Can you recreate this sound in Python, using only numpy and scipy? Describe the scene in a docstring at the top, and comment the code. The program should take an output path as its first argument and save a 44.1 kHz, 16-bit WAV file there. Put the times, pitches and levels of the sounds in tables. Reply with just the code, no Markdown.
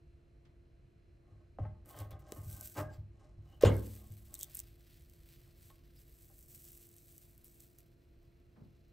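"""In a quiet kitchen, a soft spatula is worked under a pancake in a small pan on a stove grate and flips it.
Rubbing slips and knocks ring the pan's modes, and jolts ring the stove top; the landing brings a puff of
squeezed air and a chatter of dense taps. Wet batter sizzles as clumped grains, hiss and single spits.
Behind lie decaying-noise reverberation, dull bumps, wavering room noise and appliance tones, all heard
by a close pair of microphone ports."""
import sys
import numpy as np
from scipy import signal
from scipy.fft import rfft, irfft, next_fast_len
from scipy.io import wavfile

SR = 44100
rng = np.random.default_rng(int(sys.argv[2]) if len(sys.argv) > 2 else 0)


def log_audio(samples):
    """Write samples as a 16-bit WAV file to the path given in sys.argv[1]."""
    # one column per channel
    frames = np.atleast_2d(samples).T
    # limit to full scale, then quantise
    limited = np.clip(frames, -1, 1)
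    pcm = np.round(limited * 32767).astype(np.int16)
    wavfile.write(sys.argv[1], SR, pcm)


N = 393475
TIME = np.arange(N) / SR

# spatula strokes along the pan:
# (start [s], swell [s], fade [s], peak drive [dB], treble share [dB])
SPATULA_STROKES = [(1.22, 0.074, 0.3, -79.5, -2), (1.585, 0.016, 0.068, -61.5, -9),
                   (1.63, 0.025, .13, -68.5, -11), (1.85, 0.14, 0.21, -59.5, -10),
                   (2.103, .008, 0.12, -63.5, -6), (2.2, 0.12, 0.019, -65.5, 5.5),
                   (2.345, 0.02, 0.13, -64, -8), (2.43, 0.15, 0.15, -71, 7), (2.752, 0.037, 0.058, -41, -1),
                   (2.85, 0.064, 0.086, -69, 0), (3.12, .13, 0.12, -72, 5), (3.38, 0.11, 0.19, -74.5, 4.5),
                   (3.609, .025, 0.0066, -38.5, -21), (3.9, 0.069, 0.42, -78.5, -4),
                   (4.24, .08, 0.58, -80.5, -1)]
# short bands of pitched noise: blade squeaks, hisses and lingering rings of the pan:
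# (start [s], end [s], pitch [Hz], width [Hz], level [dB])
PITCHED_NOISES = [(1.916, 2.062, 3180, 400, -71), (2.107, 2.15, 3500, 400, -72.5),
                  (2.426, 2.77, 1527, 90, -73), (2.766, 2.944, 1615, 30, -60.5),
                  (2.77, 2.825, 1260, 790, -47.5), (2.907, 2.96, 4900, 400, -78),
                  (2.908, 2.97, 7500, 600, -75), (3.464, 3.601, 2970, 146, -76),
                  (3.649, 3.696, 6940, 800, -51), (3.65, 3.71, 2950, 316, -51),
                  (3.66, 3.777, 2130, 140, -58), (3.66, 3.82, 1600, 120, -62),
                  (4.342, 4.367, 3800, 600, -63), (4.399, 4.452, 3360, 504, -58),
                  (5.96, 5.989, 4960, 600, -71.5)]
# blows on the pan: (time [s], drive level [dB], contact sharpness [Hz])
PAN_KNOCKS = [(1.586, -24.5, 1150), (1.652, -31, 1650), (1.904, -42, 1500), (1.944, -36, 1800),
              (2.107, -49, 4000), (2.3216, -35.5, 12000), (2.363, -36, 1130), (2.765, -26.5, 1160),
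              (2.784, -31, 2400), (3.6362, -28.5, 5000), (3.651, -23, 5000), (5.47, -55, 1600),
              (5.702, -44, 4000), (6.30, -49.5, 1600)]
# jolts passed down into the stove top: (time [s], drive level [dB])
STOVE_JOLTS = [(1.309, -53.5), (1.6, -32.5), (1.637, -50), (1.995, -40), (2.119, -43.5), (2.376, -42),
               (2.46, -39), (2.795, -51), (2.976, -40), (3.375, -47), (3.645, -19.5), (3.901, -48),
               (4.098, -44.5)]
# ringing modes of the pan: (pitch [Hz], relative level [dB], time to fall 60 dB [s])
PAN_MODES = [(230, -0.5, 0.04), (279.7, 1.5, 0.085), (316.4, -2.5, 0.081), (407.2, -8, 0.11),
             (537, -3.5, 0.071), (611, -2, 0.1457), (716, -9.5, 0.1459), (784.4, -5.5, .12),
             (868, -7, 0.0805), (1017, -10.5, 0.074), (1100, -6.5, .15), (1216, -11, 0.16),
             (1310, -14.5, .08), (1507, -15, 0.099), (1616, -12.5, 0.16), (1794, -13.5, 0.063),
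             (2060, -13.5, 0.14), (2180, -13, 0.087), (2955, -8, 0.077), (3106, -12.5, 0.086),
             (3920, -14, .08), (4960, -11.5, .03)]
# ringing modes of the stove top: (pitch [Hz], relative level [dB], time to fall 60 dB [s])
STOVE_MODES = [(63.48, -9.5, 0.73), (80.7, -4.5, 0.55), (101.07, 3.5, 0.34), (142.95, -5, 0.36),
               (186.8, -14.5, .6), (214, -16.5, 1.3)]
# bands of the pan chattering on its grate, bass lasting longest:
# (low edge [Hz], high edge [Hz], starting level [dB], time to fall 60 dB [s])
CHATTER_BANDS = [(170.85, 350, -29, 0.5), (360, 1020, -29.5, 0.23), (904.6, 1840, -53, 0.29),
                 (2080, 3300, -35, 0.17), (3613, 8900, -41, 0.15)]
# air squeezed from under the pancake:
# (time [s], level [dB], starting pitch [Hz], swell [s], fade [s])
AIR_PUFFS = [(1.5868, -38, 620, .001, .003), (2.3225, -39, 340, .0005, .003),
             (3.6355, -7, 415, .0031, .0021)]
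# steady frying of the wet side: (time [s], level [dB], share of duller spatter [dB])
STEADY_SIZZLE = [(3.609, -65.5, 0), (3.87, -61.5, -5), (4.299, -68.5, -5), (4.6, -65.5, -0.5),
                 (4.78, -76.5, 1), (4.9, -73, 1.5), (5.1, -73.5, -2), (5.5, -78.5, 2), (5.85, -78.5, 5),
                 (6.2, -68.5, -8), (6.449, -63.5, -15), (6.8, -61.5, -10), (6.9, -68.5, -8.5),
                 (7.15, -64.5, -10.5), (7.42, -74.5, -4), (7.7, -75.5, -5), (7.96, -86, 3.5),
                 (8.92, -89.5, 7)]
# steam flaring where wet batter is lifted or pressed on the hot pan:
# (start [s], swell [s], fade [s], peak level [dB], share of duller spatter [dB])
STEAM_FLARES = [(1.85, 0.058, 0.081, -58.5, -7), (1.93, 0.076, 0.079, -58.5, -2),
                (2.107, .004, 0.042, -66, 5), (2.19, 0.0043, 0.047, -68, -7),
                (2.28, 0.091, 0.084, -58, -12), (2.4, 0.13, 0.15, -53.5, -13), (2.56, 0.1, 0.14, -51, -13),
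                (2.74, 0.051, 0.047, -49.5, -3), (2.9, 0.044, 0.08, -73, 6), (3.42, 0.11, 0.14, -78, 0),
                (3.609, 0.03, 0.069, -53.5, 15), (4.335, .015, 0.021, -59, -14),
                (4.37, 0.067, 0.021, -50.5, -37), (4.54, 0.052, 0.028, -51.5, -11.5),
                (5.2, 0.12, .2, -70, 0.5), (5.56, 0.12, 0.091, -63.5, -9),
                (5.95, 0.067, 0.032, -66.5, -9.5), (7.44, 0.011, 0.21, -64.5, -21),
                (7.595, 0.0083, 0.065, -64, -14), (7.78, 0.0075, .04, -65, -12)]
# loudest single spits of fat and steam: (time [s], relative level [dB])
LOUD_SPITS = [(1.859, -48), (1.8916, -41), (1.9654, -46), (1.9892, -34), (2.0022, -39), (2.1086, -45),
              (2.3216, -29), (2.3496, -44), (2.611, -28.5), (2.6554, -40), (2.6745, -29), (2.832, -45),
              (3.6124, -32), (3.6254, -29), (3.7674, -37), (3.8673, -44), (3.951, -48), (4.0734, -46),
              (4.342, -26), (4.352, -31), (4.392, -31), (4.4014, -32), (4.4112, -25), (4.4316, -21),
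              (4.4441, -32), (4.5486, -29), (4.5528, -27.5), (4.571, -26.5), (4.5922, -23.5), (4.6012, -25),
              (5.0981, -44.5), (6.3908, -39.5), (6.6438, -41.5), (6.731, -46), (6.7758, -38), (6.8696, -45),
              (6.8909, -42), (6.9656, -44), (6.9838, -40), (7.1808, -38), (7.379, -43.5), (7.445, -40),
              (7.6047, -37.5), (7.7867, -41.5)]
# colour of the frying: (frequency [Hz], relative level [dB])
FRY_COLOUR = [(900, -41), (1500, -33), (4000, -20), (6000, -7.5), (7000, -7), (7900, -2.5), (10000, -5),
              (11800, 2), (13500, -4), (15600, 1), (16000, -21)]
# dull bumps elsewhere in the kitchen: (time [s], relative level [dB], low edge [Hz], high edge [Hz])
FAR_BUMPS = [(.45, -52.5, 305, 4520), (8.560, -49, 299, 1295), (8.563, -39, 150.4, 262),
             (8.60, -32, 92.8, 196)]
# kitchen reverberation: (frequency [Hz], time to fall 60 dB [s])
REVERB_TIMES = [(40, .15), (90, 0.54), (250, .45), (1000, 0.43), (4000, 0.14), (12000, 0.047)]
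# colour of the room tone: (frequency [Hz], relative level [dB])
ROOM_COLOUR = [(15, -40.5), (25, -5), (59, 1), (150, -8), (180, -18.5), (340, -20.5), (400, -23.5),
               (690, -30.5), (760, -37), (2600, -40), (3200, -46), (7600, -55), (10000, -55.5),
               (12000, -49), (13300, -68.5)]
# ebb and return of the low house rumble: (time [s], relative level [dB])
RUMBLE_EBB = [(0, -2.5), (2, -1), (5, 0), (6.5, -4), (7.7, -5.5), (8.9, -3.5)]
# left-right likeness of the room tone: (frequency [Hz], correlation [-1 to 1])
ROOM_LIKENESS = [(60, 1), (150, 0.92), (380, 0.47), (950, 0.082), (2380, 0.5), (5980, 1), (15000, 0.1833)]
# appliance tones: (pitch [Hz], mean level [dB rms], phase between the sides [rad])
APPLIANCE_TONES = [(343.7, -74, 0.15), (448, -90.5, 0.36), (656, -90.5, 1.5), (686, -85.5, 2.1),
                   (4110, -96, .1)]
# phase by which the right port leads the left: (frequency [Hz], lead [turns])
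PORT_LEAD = [(0, 0), (2400, 0), (3500, -.07), (5500, 0), (8700, 0), (9950, .46), (10500, .54), (11800, 1),
             (12300, 1), (13300, 1.46), (14100, 1.54), (15500, 2), (30000, 2)]
# edges of the noise bands [Hz]
BAND_EDGES = 25 * 2 ** np.arange(0, 9.6, .4)

SWELL_DB, FADE_DB = 17, 22.5   # a swell starts this far below its peak, then falls this far per fade time
CHATTER_S = 3.647
PUFF_RISE_HZ_PER_S = 22000   # the pocket shrinks and its pitch climbs
SIZZLE_WAVER_DB = 1.5
SMALL_SPITS_PER_S, SMALL_SPIT_DB = 50, 13.5   # random lesser spits, typically this far over the sizzle
SPIT_SAMPLES = 80
ROOM_TONE_DB, RUMBLE_TOP_HZ = -61, 143
CUTOFF_HZ = 16000


def from_db(db):
    """Turn decibels into gain."""
    return 10 ** (np.asarray(db) / 20)


def rms_one(x):
    """Scale to rms 1."""
    return x / np.sqrt(np.mean(x ** 2) + 1e-20)


def at_hz(points, hz):
    """Read a (frequency, value) table on a log frequency axis."""
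    table_hz, values = np.transpose(points)
    return np.interp(np.log(hz), np.log(table_hz), values)


def drift(rate_hz):
    """Slow random wander of spread 1: noise smoothed by two poles at a tenth of the sample rate."""
    r = np.exp(-20 * np.pi * rate_hz / SR)
    noise = rng.standard_normal(N // 10 + 4002)
    slow = signal.lfilter([1], [1, -2 * r, r * r], noise)[4000:]   # drop the filter's settling
    return np.interp(np.arange(N) / 10, np.arange(len(slow)), rms_one(slow))


def band(x, low_hz, high_hz):
    """Band-pass a signal."""
    edges = [low_hz, min(high_hz, .45 * SR)]
    return signal.sosfilt(signal.butter(2, edges, "band", fs=SR, output="sos"), x)


def coloured(x, spectrum):
    """Shape a signal by a (frequency, level) table."""
    size = next_fast_len(N)
    hz = np.maximum(np.fft.rfftfreq(size, 1 / SR), 1)
    return irfft(rfft(x, size) * from_db(at_hz(spectrum, hz)), size)[..., :N]


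def modes(drive, table):
    """The drive rings every mode as a decaying resonator; neighbours swing in opposite sense."""
    out = 0
    for k, (hz, level_db, t60) in enumerate(table):
        r, w = from_db(-60 / (t60 * SR)), 2 * np.pi * hz / SR
        ring = signal.lfilter([0, np.sin(w)], [1, -2 * r * np.cos(w), r * r], drive + 1e-18)
        out = out + (-1) ** k * from_db(level_db) * ring
    return out


def pushes(rows, sharp_hz):
    """Each (time, level) row gives one smooth push, its area set by level; a soft contact lasts longer."""
    out = np.zeros(N + SR)
    for (s, db), hz in zip(rows, sharp_hz):
        shape = np.hanning(int(SR / hz) + 3)
        at = round(s * SR)
        out[at:at + len(shape)] += from_db(db) * shape / shape.sum()
    return out[:N]


def grains(per_s, spread_db):
    """Random clicks, many small and few large, at rms 1."""
    sizes = from_db(spread_db * np.minimum(rng.exponential(1, N), 5))
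    sizes = sizes * rng.choice([-1, 1], N)
    return rms_one(sizes * (rng.random(N) < per_s / SR))


def swells(rows):
    """Each row swells to its peak and fades; returns the level and the level of its second colour."""
    level, shared = np.zeros(N), np.zeros(N)
    for s, swell_s, fade_s, db, share_db in rows:
        length_s = swell_s + 2 * fade_s
        span = slice(round(s * SR), round((s + length_s) * SR))
        curve_db = np.interp(TIME[span] - s, [0, swell_s, length_s], [-SWELL_DB, 0, -2 * FADE_DB])
        shape = from_db(db + curve_db)
        level[span] += shape
        shared[span] += shape * from_db(share_db)
    return level, shared


def rubbing():
    """Dense slips drive pan and stove; a dry edge adds bright scratch; pitched noises squeak, hiss and ring."""
    slips = grains(1400, spread_db=2.0) * from_db(2.8 * drift(40))
    level, bright = swells(SPATULA_STROKES)
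    body = level * rms_one(band(slips, 270, 1800))
    scratch = bright * rms_one(band(slips, 1100, 8000))
    drive = body + from_db(-5.5) * scratch
    out = from_db(-31.5) * modes(drive, PAN_MODES) + from_db(-4.5) * drive
    out = out + from_db(-28.5) * modes(level * slips, STOVE_MODES)   # the drag shakes the stove
    for start, end, hz, width_hz, db in PITCHED_NOISES:
        span = slice(round(start * SR), round(end * SR))
        noise = rng.standard_normal(span.stop - span.start)
        pitched = rms_one(band(noise, hz - width_hz / 2, hz + width_hz / 2))
        out[span] += from_db(db) * pitched * np.sqrt(np.hanning(len(pitched)))
    return out


def blows():
    """Each knock clicks, lands on another spot and so strikes the modes unevenly; jolts ring the stove top."""
    s, level_db, sharp_hz = np.transpose(PAN_KNOCKS)
    spot_db = 5.0 * rng.standard_normal((len(PAN_KNOCKS), len(PAN_MODES)))
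    pan = 0
    for k, mode in enumerate(PAN_MODES):
        rows = np.transpose([s, level_db + spot_db[:, k]])
        pan = pan + (-1) ** k * modes(pushes(rows, sharp_hz), [mode])
    click = band(pushes(np.transpose([s, level_db]), sharp_hz), 396.7, 8900)
    stove = modes(pushes(STOVE_JOLTS, [160] * len(STOVE_JOLTS)), STOVE_MODES)
    return from_db(-21.5) * pan + from_db(12.5) * click + from_db(-0.5) * stove


def chatter():
    """Dense rattling of pan on grate builds in a few milliseconds and dies band by band."""
    out, at = np.zeros(N), round(CHATTER_S * SR)
    t = np.arange(SR) / SR
    taps = grains(2489, spread_db=1.0)[:SR] * (1 - np.exp(-t / 0.0047))
    for low_hz, high_hz, db, t60 in CHATTER_BANDS:
        out[at:at + SR] += from_db(db - 60 * t / t60) * rms_one(band(taps, low_hz, high_hz))
    return out


def puffs():
    """The squeezed air pocket swings a few times at rising pitch and is gone."""
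    out, t = np.zeros(N), np.arange(SR // 50) / SR
    for s, db, hz, swell_s, fade_s in AIR_PUFFS:
        shape = np.exp(-.5 * ((t - swell_s) / fade_s) ** 2)
        turns = (hz + PUFF_RISE_HZ_PER_S * t / 2) * t
        at = round(s * SR)
        out[at:at + len(t)] += from_db(db) * shape * np.sin(2 * np.pi * turns)
    return out


def single_spits(steady):
    """Short dying noise bursts: random small ones follow the steady sizzle, loud ones have set times."""
    dying = np.exp(-np.arange(SPIT_SAMPLES) / 7.8)   # mostly gone within a millisecond
    starts = rng.random(N) < SMALL_SPITS_PER_S / SR
    small = starts * from_db(SMALL_SPIT_DB + 2.6 * rng.standard_normal(N)) * steady
    out = np.convolve(small, dying)[:N] * rng.standard_normal(N)
    bursts = rng.standard_normal((len(LOUD_SPITS), SPIT_SAMPLES)) * dying
    for (s, db), shape in zip(LOUD_SPITS, bursts):
        at = round(s * SR)
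        out[at:at + SPIT_SAMPLES] += from_db(db + 6) * shape / np.sqrt(np.sum(shape ** 2))
    return out


def sizzle():
    """Tiny bursts in clumps over steam hiss, with duller spatter and louder single spits."""
    s, level_db, spatter_db = np.transpose(STEADY_SIZZLE)
    steady = from_db(np.interp(TIME, s, level_db, -200) + SIZZLE_WAVER_DB * drift(7.7))
    bright, dull = swells(STEAM_FLARES)
    bright = bright + steady
    dull = dull + steady * from_db(np.interp(TIME, s, spatter_db))
    clump = drift(37.8)
    crackle = grains(1500 * from_db(1.5 * clump), spread_db=3.5)
    hiss = rng.standard_normal(N) * from_db(2.0 * clump)
    fizz = rms_one(crackle + .9 * hiss)
    spits = single_spits(steady)
    unit = np.std(coloured(rng.standard_normal(N), FRY_COLOUR))   # level the colouring gives white noise
    spatter = dull * rms_one(band(fizz, 1500, 5500))
    return coloured(bright * fizz + spits, FRY_COLOUR) / unit + from_db(-5.5) * spatter


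def bumps():
    """Far blows: band-passed pushes, known only through the room."""
    out = np.zeros(N)
    for s, db, low_hz, top_hz in FAR_BUMPS:
        # the root evens out the energy of wide and narrow bands
        out += band(pushes([(s, db)], [SR]), low_hz, top_hz) * np.sqrt(SR / (top_hz - low_hz))
    return out


def kitchen(x, own_share):
    """Reverberation as noise dying band by band, partly its own on each side."""
    t, tail = np.arange(SR // 2) / SR, 0
    white = rng.standard_normal((2, 2, len(t)))
    for k, (low, high) in enumerate(zip(BAND_EDGES, BAND_EDGES[1:])):
        t60 = at_hz(REVERB_TIMES, np.sqrt(low * high))
        tail = tail + band(white[k % 2], low, high) * from_db(-60 * t / t60)
    tail = tail * np.clip(t / 0.0016, 0, 1) ** 2   # the echo builds over 1.6 ms
    own = band(tail[1], 200, 11000) * [[1], [-1]]   # the bass stays alike at both ports
    pair = (tail[0] + own_share * own) / np.sqrt(np.sum(tail[0] ** 2))
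    return signal.fftconvolve(x[None], pair, axes=1)[:, :N]


def room_tone():
    """Bands of wavering stereo noise and a few unsteady appliance tones."""
    out, white = 0, rng.standard_normal((2, 2, N))
    ebb_db = np.interp(TIME, *np.transpose(RUMBLE_EBB))
    for k, (low, high) in enumerate(zip(BAND_EDGES[::2], BAND_EDGES[2::2])):
        mid, side = band(white[k % 2], low, high)
        alike = np.clip(at_hz(ROOM_LIKENESS, np.sqrt(low * high)), -1, 1)
        pair = np.sqrt(1 + alike) * mid + np.sqrt(1 - alike) * side * [[1], [-1]]
        out = out + from_db(0.424 * drift(5.5) + ebb_db * (high < RUMBLE_TOP_HZ)) * pair
    tones = 0
    for hz, db, apart in APPLIANCE_TONES:
        level = np.sqrt(2) * from_db(db + 1.3 * drift(7.0))   # root 2 turns rms into peak
        phase = 2 * np.pi * hz * TIME + 1.3 * drift(3) + apart * np.array([[.5], [-.5]])
        tones = tones + level * np.sin(phase)
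    return from_db(ROOM_TONE_DB) * rms_one(coloured(out, ROOM_COLOUR)) + tones


def scene():
    """Mix the pan close by, its echo, far bumps and the room."""
    pan = rubbing() + blows() + puffs() + chatter()
    fry = sizzle()
    echo = kitchen(from_db(-17.0) * pan + from_db(-18.0) * fry + bumps(), own_share=0.64)
    return pan * from_db([[.2], [-.2]]) + fry + echo + room_tone() * from_db([[-.3], [.3]])


def record(dry):
    """The ports turn the treble phase against each other; a steep low-pass cuts the top."""
    size = next_fast_len(N + 2000)
    hz, turns = np.transpose(PORT_LEAD)
    half_lead = np.pi * np.interp(np.fft.rfftfreq(size, 1 / SR), hz, turns)   # half to each port [rad]
    turn = np.exp(1j * half_lead * np.array([[-1], [1]]))
    ports = irfft(rfft(dry, size) * turn, size)[:, :N]
    # the stopband, 60 dB down, starts just above the cutoff
    return signal.sosfilt(signal.cheby2(12, 60, 1.04 * CUTOFF_HZ, fs=SR, output="sos"), ports)


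dry = scene()
out = record(dry)
log_audio(out)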